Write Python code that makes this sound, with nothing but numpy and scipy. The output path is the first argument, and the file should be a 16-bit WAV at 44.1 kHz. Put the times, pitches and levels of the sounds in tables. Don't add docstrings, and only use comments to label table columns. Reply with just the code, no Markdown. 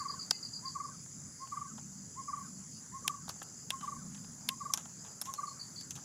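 import sys
import numpy as np
from scipy import signal
from scipy.fft import rfft, irfft, next_fast_len
from scipy.io import wavfile
from scipy.ndimage import uniform_filter1d, map_coordinates

SR = 44100
rng = np.random.default_rng(int(sys.argv[2]) if len(sys.argv) > 2 else 0)


def file_out(sig):
    cols = np.atleast_2d(sig).T
    lim = np.clip(cols, -1, 1)
    pcm = np.round(lim * 32767).astype(np.int16)
    wavfile.write(sys.argv[1], SR, pcm)


N = 266364

# pitch_hz, level_db (per Hz)
LOW_WING_COLOUR = [(4000, -57), (4350, 2.5), (4750, 7), (5000, 15), (5250, 8), (5500, -32), (6000, -28)]
MAIN_WING_COLOUR = [(3180, -100.5), (5400, -13.5), (5830, -3), (6450, 2), (7120, 4.5), (7550, 1),
                    (7880, -3.5), (8000, -39), (8200, -44), (10700, -56), (18000, -120)]
HIGH_WING_COLOUR = [(4000, -40), (5000, -14), (8500, -18), (9120, 3.5), (9690, 6.5), (10200, 1.5),
                    (10800, -11.5), (14000, -58), (22000, -120)]
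# centre_s, level_db
LOW_CHOIR_SWELLS = [(.2, -67), (.85, -65), (1.453, -64), (2.1, -72), (2.704, -67), (3.561, -66),
                    (4.24, -70), (5.021, -66), (5.747, -69)]
LOW_FLOOR_DB, SWELL_HALF_S = -65.5, .11
MAIN_DB = -52
HIGH_MIDDLE_DB, SWING_DB, SWING_PERIOD_S, CREST_S = -65.5, 2, 1.5, 1.1


def choirs():
    swells = bumps([(s, db, SWELL_HALF_S) for s, db in LOW_CHOIR_SWELLS])
    low = (amp(LOW_FLOOR_DB) + swells) * rush(LOW_WING_COLOUR, 3.0, wing_beat(150, 0.67, 0.94))

    main_gain = amp(MAIN_DB + 0.37 * wobble(8.9))
    main = main_gain * rush(MAIN_WING_COLOUR, 1.0, wing_beat(56.0, 1.0, 1.0))

    swing = np.cos(2 * np.pi * (np.arange(N) / SR - CREST_S) / SWING_PERIOD_S)
    high_gain = amp(HIGH_MIDDLE_DB + SWING_DB * swing + 0.37 * wobble(9.2))
    high = high_gain * rush(HIGH_WING_COLOUR, 0.94, wing_beat(272, 0.51, 1.3))
    return low + main + high


def wing_beat(rate_hz, depth_db, grain_db):
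    phase = 2 * np.pi * np.cumsum(rate_hz * (1 + 0.0067 * wobble(2.7))) / SR
    return amp(depth_db * np.sin(phase) + grain_db * wobble(500))


# first_note_s (its centre), level_db, tail_db (added per note after the second)
BIRD_CALLS = [(-0.082, -32.5, 1), (0.667, -33.5, 1), (1.436, -34, 1.5), (2.197, -32.5, 1),
              (2.962, -34.5, -0.5), (3.743, -34, 1), (4.521, -35, 1.2), (5.298, -33, -0.1)]
# rise_s, fall_s, centre_hz, slide_hz_per_s, arch_hz (lost at the half-level ends)
FIVE_NOTES = [(0, -5, 0.019, 0.014, 1085, 303, 26), (.093, -1, 0.0062, 0.013, 1157, -6000, 14.5),
              (.14, -0.5, 0.0054, 0.0098, 1169, -5500, 15), (.184, -5, 0.006, 0.0078, 1159, -5500, 16.3),
              (.224, -12.5, 0.0073, 0.0049, 1098, -3000, 14.5)]
# delay_s, level_db (added to that note), rise_s, fall_s, centre_hz,
# slide_hz_per_s, arch_hz
CLOSING_FLOURISH = [(.03, -15.5, 0.01395, .012, 1534, -4000, 22.3),
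                    (.058, -13, .01, 0.008, 1288, -6000, 10.7)]
# lead_s, level_db, rise_s, fall_s, centre_hz,
# slide_hz_per_s, arch_hz
FAINT_BLIP = (0.019, -57, .004, .005, 1560, 3000, 5)


def bird():
    spread = [.06, .06, .006, .09, .2]
    vary = 1 + spread * rng.standard_normal((len(BIRD_CALLS), len(FIVE_NOTES), 5))
    notes = []
    for c, (s, db, tail_db) in enumerate(BIRD_CALLS):
        for k, (delay, note_db, *shape) in enumerate(FIVE_NOTES):
            level = db + note_db + tail_db * max(k - 1, 0)
            notes.append((s + delay, level, *(shape * vary[c, k])))

    thirds, fifths = notes[2::len(FIVE_NOTES)], notes[len(FIVE_NOTES) - 1::len(FIVE_NOTES)]
    flourishes = [(s + delay, db + more_db, *shape)
                  for s, db, *_ in fifths for delay, more_db, *shape in CLOSING_FLOURISH]
    lead, *blip = FAINT_BLIP
    blips = [(s - lead, *blip) for s, *_ in thirds]
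    return whistles(notes + flourishes + blips, overtone_db=-32.5, rough_db=1.9, breath_db=-31.5)


# time_s, level_db (midway between the two), gap_s (to the second),
# second_over_first_db, first_pitch_hz (where the first closure starts)
CRICKET_CHIRPS = [(-.024, -37, 0.019, -1, 4920), (0.081, -35.5, 0.02, 1, 4920),
                  (.191, -34.5, 0.024, 1, 4910), (0.323, -37, .026, 1.5, 4900),
                  (0.426, -34.5, 0.022, -0.5, 4950), (0.532, -34.5, 0.026, 0, 4980),
                  (0.653, -34, 0.022, 1.5, 4914), (5.355, -53, 0.024, -4, 4480),
                  (5.466, -46, 0.02, -1, 4630), (5.593, -38.5, 0.017, 2.5, 4730),
                  (5.758, -38.5, 0.023, 3, 4720)]
# delay_s, level_db (added to the closure), rise_s, fall_s,
# offset_hz (from the closure's starting pitch), slide_hz_per_s, arch_hz
WING_OPENING = (.022, -8.5, .005, .004, -170, 30007, 4.5)
HZ_PER_DB, SAG_HZ_PER_S2 = 33.5, 2600000
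WING_FLOOR_HZ, FADE_DB_PER_HZ = 4200, .04


def cricket():
    track, t = np.zeros(N + 2 * SR), np.arange(int(0.024 * SR)) / SR
    closures = []
    for s, db, gap, more_db, hz in CRICKET_CHIRPS:
        closures.append((s, db - .5 * more_db, hz))
        closures.append((s + gap, db + .5 * more_db, hz + more_db * HZ_PER_DB))

    swell = (1 - np.exp(-t / 0.003)) ** 2 * amp(-60 * (t / 0.025) ** 3.2)
    for s, db, hz in closures:
        pitch = hz - SAG_HZ_PER_S2 * t * t
        fade_db = FADE_DB_PER_HZ * np.minimum(pitch - WING_FLOOR_HZ, 0)
        phase = 2 * np.pi * (hz * t - SAG_HZ_PER_S2 * t ** 3 / 3)
        add(track, s - .001, amp(db + fade_db) * swell * np.sin(phase))

    delay, more_db, rise, fall, off_hz, *glide = WING_OPENING
    openings = [(s + delay, db + more_db, rise, fall, hz + off_hz, *glide) for s, db, hz in closures]
    return track + whistles(openings, overtone_db=-80, rough_db=-0.5, breath_db=-80)


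# snap_s, knock_db (peak at 1.7-4.1 kHz), thud_db, click_db, fizz_db (all three
# relative to the knock), burst_t60_s, bright_resonance_hz
HOUSING_TICKS = [(0.3092, -25, -3, 13.5, 3.5, 0.016, 4800), (1.0608, -57, 6.5, 9, -2, 0.015, 5900),
                 (1.4726, -48, 3, -2, -10, 0.032, 5920), (1.7781, -49.5, 5, -2, -8, 0.071, 5840),
                 (3.079, -16, -15.5, 2, 2, 0.013, 5640), (3.281, -40.5, 3.5, -5, -4, 0.016, 5900),
                 (3.2916, -39.5, -5, 8.5, 8.5, 0.039, 4860), (3.2944, -36, 2.5, 10.5, -2, 0.0064, 5500),
                 (3.302, -44, -5, 7, 3, 0.033, 5940), (3.361, -59, 6, -7, -8, .02, 5900),
                 (3.417, -40, 3.5, -7, -15, 0.022, 5900), (3.428, -49, -14, -6, 11, 0.039, 6800),
                 (3.7048, -19, -18.5, -1, -1, 0.015, 5900), (3.8094, -43.5, -1.5, -16, -12, 0.037, 6110),
                 (4.1467, -46, -10, 3, -9, 0.029, 5800), (4.1763, -53, -8, -5, -5, 0.037, 5840),
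                 (4.243, -50.5, -1.5, -5, -9, 0.025, 5900), (4.4891, -18, -19, 1.5, 0, 0.014, 5780),
                 (4.7367, -25.5, -8, 12.5, 5.5, 0.042, 5830), (4.7745, -34.5, -4, 11, 3.5, 0.04, 6000),
                 (4.789, -47.5, -4, 5, -1, 0.11, 5950), (4.855, -48.5, 2.5, 5, -7, 0.031, 5950),
                 (5.047, -49.5, 0, -4, -6, 0.19, 5940), (5.2144, -38, -3, 13.5, 14, 0.039, 5380),
                 (5.254, -45.5, -4, 12.5, 4, 0.12, 5930), (5.338, -41.5, -1.5, 15.5, 10, 0.063, 5690),
                 (5.809, -49, -3, 11.5, 8, 0.033, 5050), (5.9075, -40.5, -9.5, 14, 6, 0.045, 6300),
                 (5.9542, -45, -4.5, 7.5, -1, 0.14, 6100), (5.973, -56.5, 9.5, -5, -5, 0.075, 5900)]
# pitch_hz, width_hz, level_db
HOUSING_MODES = [(930, 530, 7), (1610, 370, 6.5), (2640, 470, 12.5), (3060, 650, 14.5), (3700, 1400, 7),
                 (7360, 1200, 3), (9360, 700, -3), (11800, 4700, -2.5)]
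# low_hz, high_hz, t60_share (of the burst's t60)
TICK_BANDS = [(450, 1700, 1.4), (1700, 4100, 1), (4100, 8500, .8), (8500, 15000, .7)]
# pitch_hz, side_db (relative to mid)
TICK_WIDTH = [(300, -24), (1200, -21), (2500, -33), (5000, -38), (8500, -17), (12000, -7.5)]
BRIGHT_WIDTH_HZ, BRIGHT_DB = 620, 21
LEAD_IN_S, LEAD_IN_DB, SNAP_DB = .003, -17, 14
HOLLOW_HZ, HOLLOW_DB, HOLLOW_RING = 835, -13, 1.8


def housing():
    track, t = np.zeros(N + 2 * SR), np.arange(int(.1 * SR)) / SR - LEAD_IN_S
    rows = np.array(HOUSING_TICKS + slips(count=3))
    s, db, thud_db, click_db, fizz_db, t60, bright_hz = rows.T[:, :, None]

    noise, patches = np.moveaxis(rng.standard_normal((len(s), 2, len(t))), 1, 0)
    lead_in = np.where(t < 0, amp(LEAD_IN_DB - 12 * np.abs(t) / LEAD_IN_S), 1)
    cracks = noise * amp(4.6 * unit(uniform_filter1d(patches, 40))) * lead_in
    cracks[:, np.argmax(t >= 0)] = amp(SNAP_DB)

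    ticks, t = 0, np.maximum(t, 0)
    ringing = resonances(HOUSING_MODES + [(bright_hz, BRIGHT_WIDTH_HZ, BRIGHT_DB)])
    for (lo, hi, share), level in zip(TICK_BANDS, (thud_db, 0, click_db, fizz_db)):
        dying = amp(-60 * t / (share * t60)) + amp(-35.0 - 60 * t / (8.6 * t60))
        ring = filtered(cracks * dying, ringing)
        band = signal.butter(3, (lo, hi), "band", fs=SR, output="sos")
        part = signal.sosfilt(band, ring)
        ticks = ticks + amp(db + level) * part / np.abs(part).max(axis=1, keepdims=True)

    jolt = amp(db + thud_db - 11.0) * np.sin(2 * np.pi * 330 * t) * amp(-60 * t / 0.013)
    hollow_db = db + thud_db + HOLLOW_DB - 60 * t / (HOLLOW_RING * t60)
    ticks = ticks + jolt + amp(hollow_db) * np.sin(2 * np.pi * HOLLOW_HZ * t)
    for start, tick in zip(s[:, 0], ticks):
        add(track, start - LEAD_IN_S, tick)

    mid = track[SR:SR + N]
    side = filtered(mid, lambda hz: amp(along(TICK_WIDTH, hz)) * np.exp(.9j))
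    return mid + np.array([side, -side])


# start_s, length_s, knock_db (of the strongest possible slip)
CREAK_RUNS = [(3.268, 0.04, -55), (3.818, 0.026, -52), (4.104, 0.023, -67), (5.27, 0.032, -57)]
# thud_db, click_db, fizz_db (relative to its knock), burst_t60_s, bright_resonance_hz
FAINT_SLIP = (2, -6, -1, 0.27, 5900)


def slips(count):
    draw = rng.random((len(CREAK_RUNS), count, 2))
    return [(s + length * (k + late) / count, db - 6 * softer, *FAINT_SLIP)
            for (s, length, db), row in zip(CREAK_RUNS, draw)
            for k, (late, softer) in enumerate(row)]


# pitch_hz, level_db (at the strike, before flutter), t60_s
LUG_MODES = [(840, -61.5, .3), (2060, -62, 0.45), (2600, -63, 0.35), (2923, -64, 0.35)]
LUG_STRIKE_S = .309


def lug():
    track, t = np.zeros(N + 2 * SR), np.arange(SR // 2) / SR
    for hz, db, t60 in LUG_MODES:
        level_db = db - 60 * t / t60 + 4 * wobble(60)[:len(t)]
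        add(track, LUG_STRIKE_S, amp(level_db) * np.sin(2 * np.pi * hz * t))
    return track[SR:SR + N]


# centre_s, level_db (before flutter), rise_s, fall_s,
# centre_hz, slide_hz_per_s, arch_hz
FAINT_TONES = [(3.8, -68, .03, 0.045, 3036, 0, 21.4), (5.775, -74, .02, 0.025, 3400, 3000, 18)]


def faint_tones():
    return whistles(FAINT_TONES, overtone_db=-46, rough_db=6, breath_db=-24)


# time_s, level_db (before its slow wobble)
RUMBLE_LEVEL = [(0, -55.5), (1.7, -57), (2.9, -54.5), (3.6, -56), (4.1, -54.5), (5.4, -58.5), (6.04, -54.5)]
# time_s, level_db
LEAF_LEVEL = [(0.0, -60.5), (0.57, -64), (2.07, -64.5), (4.7, -62.5), (6.04, -62.5)]
# pitch_hz, level_db (per Hz)
RUMBLE_COLOUR = [(13, -71), (22, -24), (48, -28.5), (86, -8.5), (113, -5.5), (152, -1), (262, -9.5),
                 (372, -21.5), (400, -21), (520, -55), (880, -120)]
PUFF_COLOUR = [(110, -28), (150, -8.5), (195, -9.5), (250, -12), (330, -41), (450, -80)]
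LEAF_COLOUR = [(200, -15), (400, 12.5), (700, 9), (1300, 12), (2000, 6), (2500, -0.5), (3700, -1.5),
               (4400, 2), (8300, 1), (11000, -1.5), (14500, -3.5), (15700, -10), (16600, -25)]
# centre_s, level_db (before flutter), half_length_s
WIND_PUFFS = [(.1, -71, 0.17), (1.87, -54.5, 0.18), (2.6, -54.5, 0.15), (3.15, -59.5, 0.21),
              (4.15, -55, 0.34), (4.7, -61, 0.36), (6.04, -63, 0.097)]
# centre_s, level_db (before flutter), rise_s, fall_s, centre_hz,
# slide_hz_per_s, arch_hz
PUFF_HUMS = [(1.76, -49.5, .05, 0.035, 220, -8, 8.5), (1.93, -50, 0.06, 0.1, 190, -3, -4),
             (2.58, -53, 0.1007, 0.18, 190, 111, -2.5), (4.12, -51, .1, 0.13, 196, 81, -4.5)]


def wind():
    rumble = amp(curve(RUMBLE_LEVEL) + 0.16 * wobble(8.9)) * rush(RUMBLE_COLOUR, 1.6)
    puffs = bumps(WIND_PUFFS) * amp(1.8 * wobble(8)) * rush(PUFF_COLOUR, 1.37)
    hum = whistles(PUFF_HUMS, overtone_db=-50, rough_db=3.0, breath_db=-60)[SR:SR + N]
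    leaves = amp(curve(LEAF_LEVEL)) * rush(LEAF_COLOUR, 2.73)
    return rumble + puffs + hum + leaves


# pitch_hz, t60_s
TREE_DECAY = [(300, 1), (1100, 0.32), (5000, 0.22), (12000, 0.081)]


def trees(x, wet_db, gap, wide):
    out, late = np.zeros((2, len(x) + SR)), round(gap * SR)
    for i in range(0, len(x), 8192):
        hz, t, z = signal.stft(rng.standard_normal((2, SR // 2)), SR, nperseg=256)
        decay = amp(-60 * t / along(TREE_DECAY, hz)[:, None])
        mid, side = signal.istft(z * decay, SR, nperseg=256)[1]
        tail = (mid + wide * np.array([side, -side])) / np.linalg.norm(mid)
        echo = signal.fftconvolve(x[None, i:i + 8192], tail, axes=1)
        out[:, i + late:i + late + echo.shape[1]] += echo
    return (x + amp(wet_db) * out[:, :len(x)])[:, SR:SR + N]


# pitch_hz, width_hz, level_db (passed twice)
BREATH_MODES = [(1520, 230, 2.5), (2070, 170, 8)]


def whistles(rows, overtone_db, rough_db, breath_db):
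    tone, effort = np.zeros((2, N + 2 * SR))
    for s, db, rise, fall, hz, slide, arch in rows:
        t = np.arange(-2.5 * rise, 2.2 * fall, 1 / SR)
        u = np.where(t < 0, t / rise, t / fall)
        phase = 2 * np.pi * np.cumsum(hz + slide * t - arch * u * u) / SR
        swell = amp(db) * .5 ** (np.abs(u) ** 1.87)
        octave_gain = amp(overtone_db - abs(slide) / 1200) * 1.8 ** (u * u)
        add(tone, s + t[0], swell * (np.sin(phase) + octave_gain * np.sin(2 * phase)))
        add(effort, s + t[0], swell)
    flutter = np.pad(amp(rough_db * wobble(130)), SR, constant_values=1)
    noise = rng.standard_normal(len(tone))
    air = unit(filtered(noise, lambda f: resonances(BREATH_MODES)(f) ** 2))
    return tone * flutter + amp(breath_db) * effort * air


# pitch_hz, side_db (relative to mid)
NOISE_WIDTH = [(25, -9), (60, -20), (140, -38.5), (450, -15), (1300, -16), (2800, -27), (7000, -24.5),
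               (8800, -14.5), (11000, -4), (15000, -5.5)]


def rush(colour, patchy_db, strokes=1):
    z = signal.stft(rng.standard_normal((2, N)) * strokes, nperseg=512)[2]
    field = rng.standard_normal(z.shape[1:])
    field = uniform_filter1d(uniform_filter1d(field, 6, 0), 12, 1)
    pair = signal.istft(z * amp(patchy_db * unit(field)), nperseg=512)[1][:, :N]

    def mid_and_side(hz):
        mid_db = along(colour, hz)
        return amp([mid_db, mid_db + along(NOISE_WIDTH, hz)])

    mid, side = filtered(pair, mid_and_side)
    return unit(np.array([mid + side, mid - side]))


def resonances(modes):
    def response(f):
        return sum((-1) ** k * amp(db) * 1j * f * width / (hz * hz - f * f + 1j * f * width)
                   for k, (hz, width, db) in enumerate(modes))
    return response


def bumps(rows):
    t = np.arange(N) / SR
    return sum(amp(db) * .5 ** (((t - s) / half) ** 2) for s, db, half in rows)


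def amp(db):
    return 10 ** (np.asarray(db) / 20)


def unit(x):
    return x / np.sqrt(np.mean(x ** 2) + 1e-20)


def along(points, hz):
    f, v = np.transpose(points)
    return np.interp(np.log(hz + 1), np.log(f + 1), v)


def curve(points):
    s, v = np.transpose(points)
    return np.interp(np.arange(N) / SR, s, v)


def wobble(rate):
    knots = rng.standard_normal(int(N * rate / SR) + 4)
    return map_coordinates(knots, [np.arange(N) * rate / SR])


def filtered(x, response):
    n = x.shape[-1]
    m = next_fast_len(n + 8192)
    return irfft(rfft(x, m) * response(np.fft.rfftfreq(m, 1 / SR)), m)[..., :n]


def add(track, s, sound):
    track[round((s + 1) * SR):][:len(sound)] += sound


def scene():
    singer = trees(bird(), wet_db=-15.5, gap=0.018, wide=0.054)
    chirper = trees(cricket(), wet_db=-6, gap=0.011, wide=0.034)
    faint = trees(faint_tones(), wet_db=-4, gap=.005, wide=.06)
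    return choirs() + singer + chirper + housing() + lug() + faint + wind()


TOP_HZ = 16500


def record(dry):
    return filtered(dry, lambda hz: hz < TOP_HZ)


dry = scene()
out = record(dry)
file_out(out)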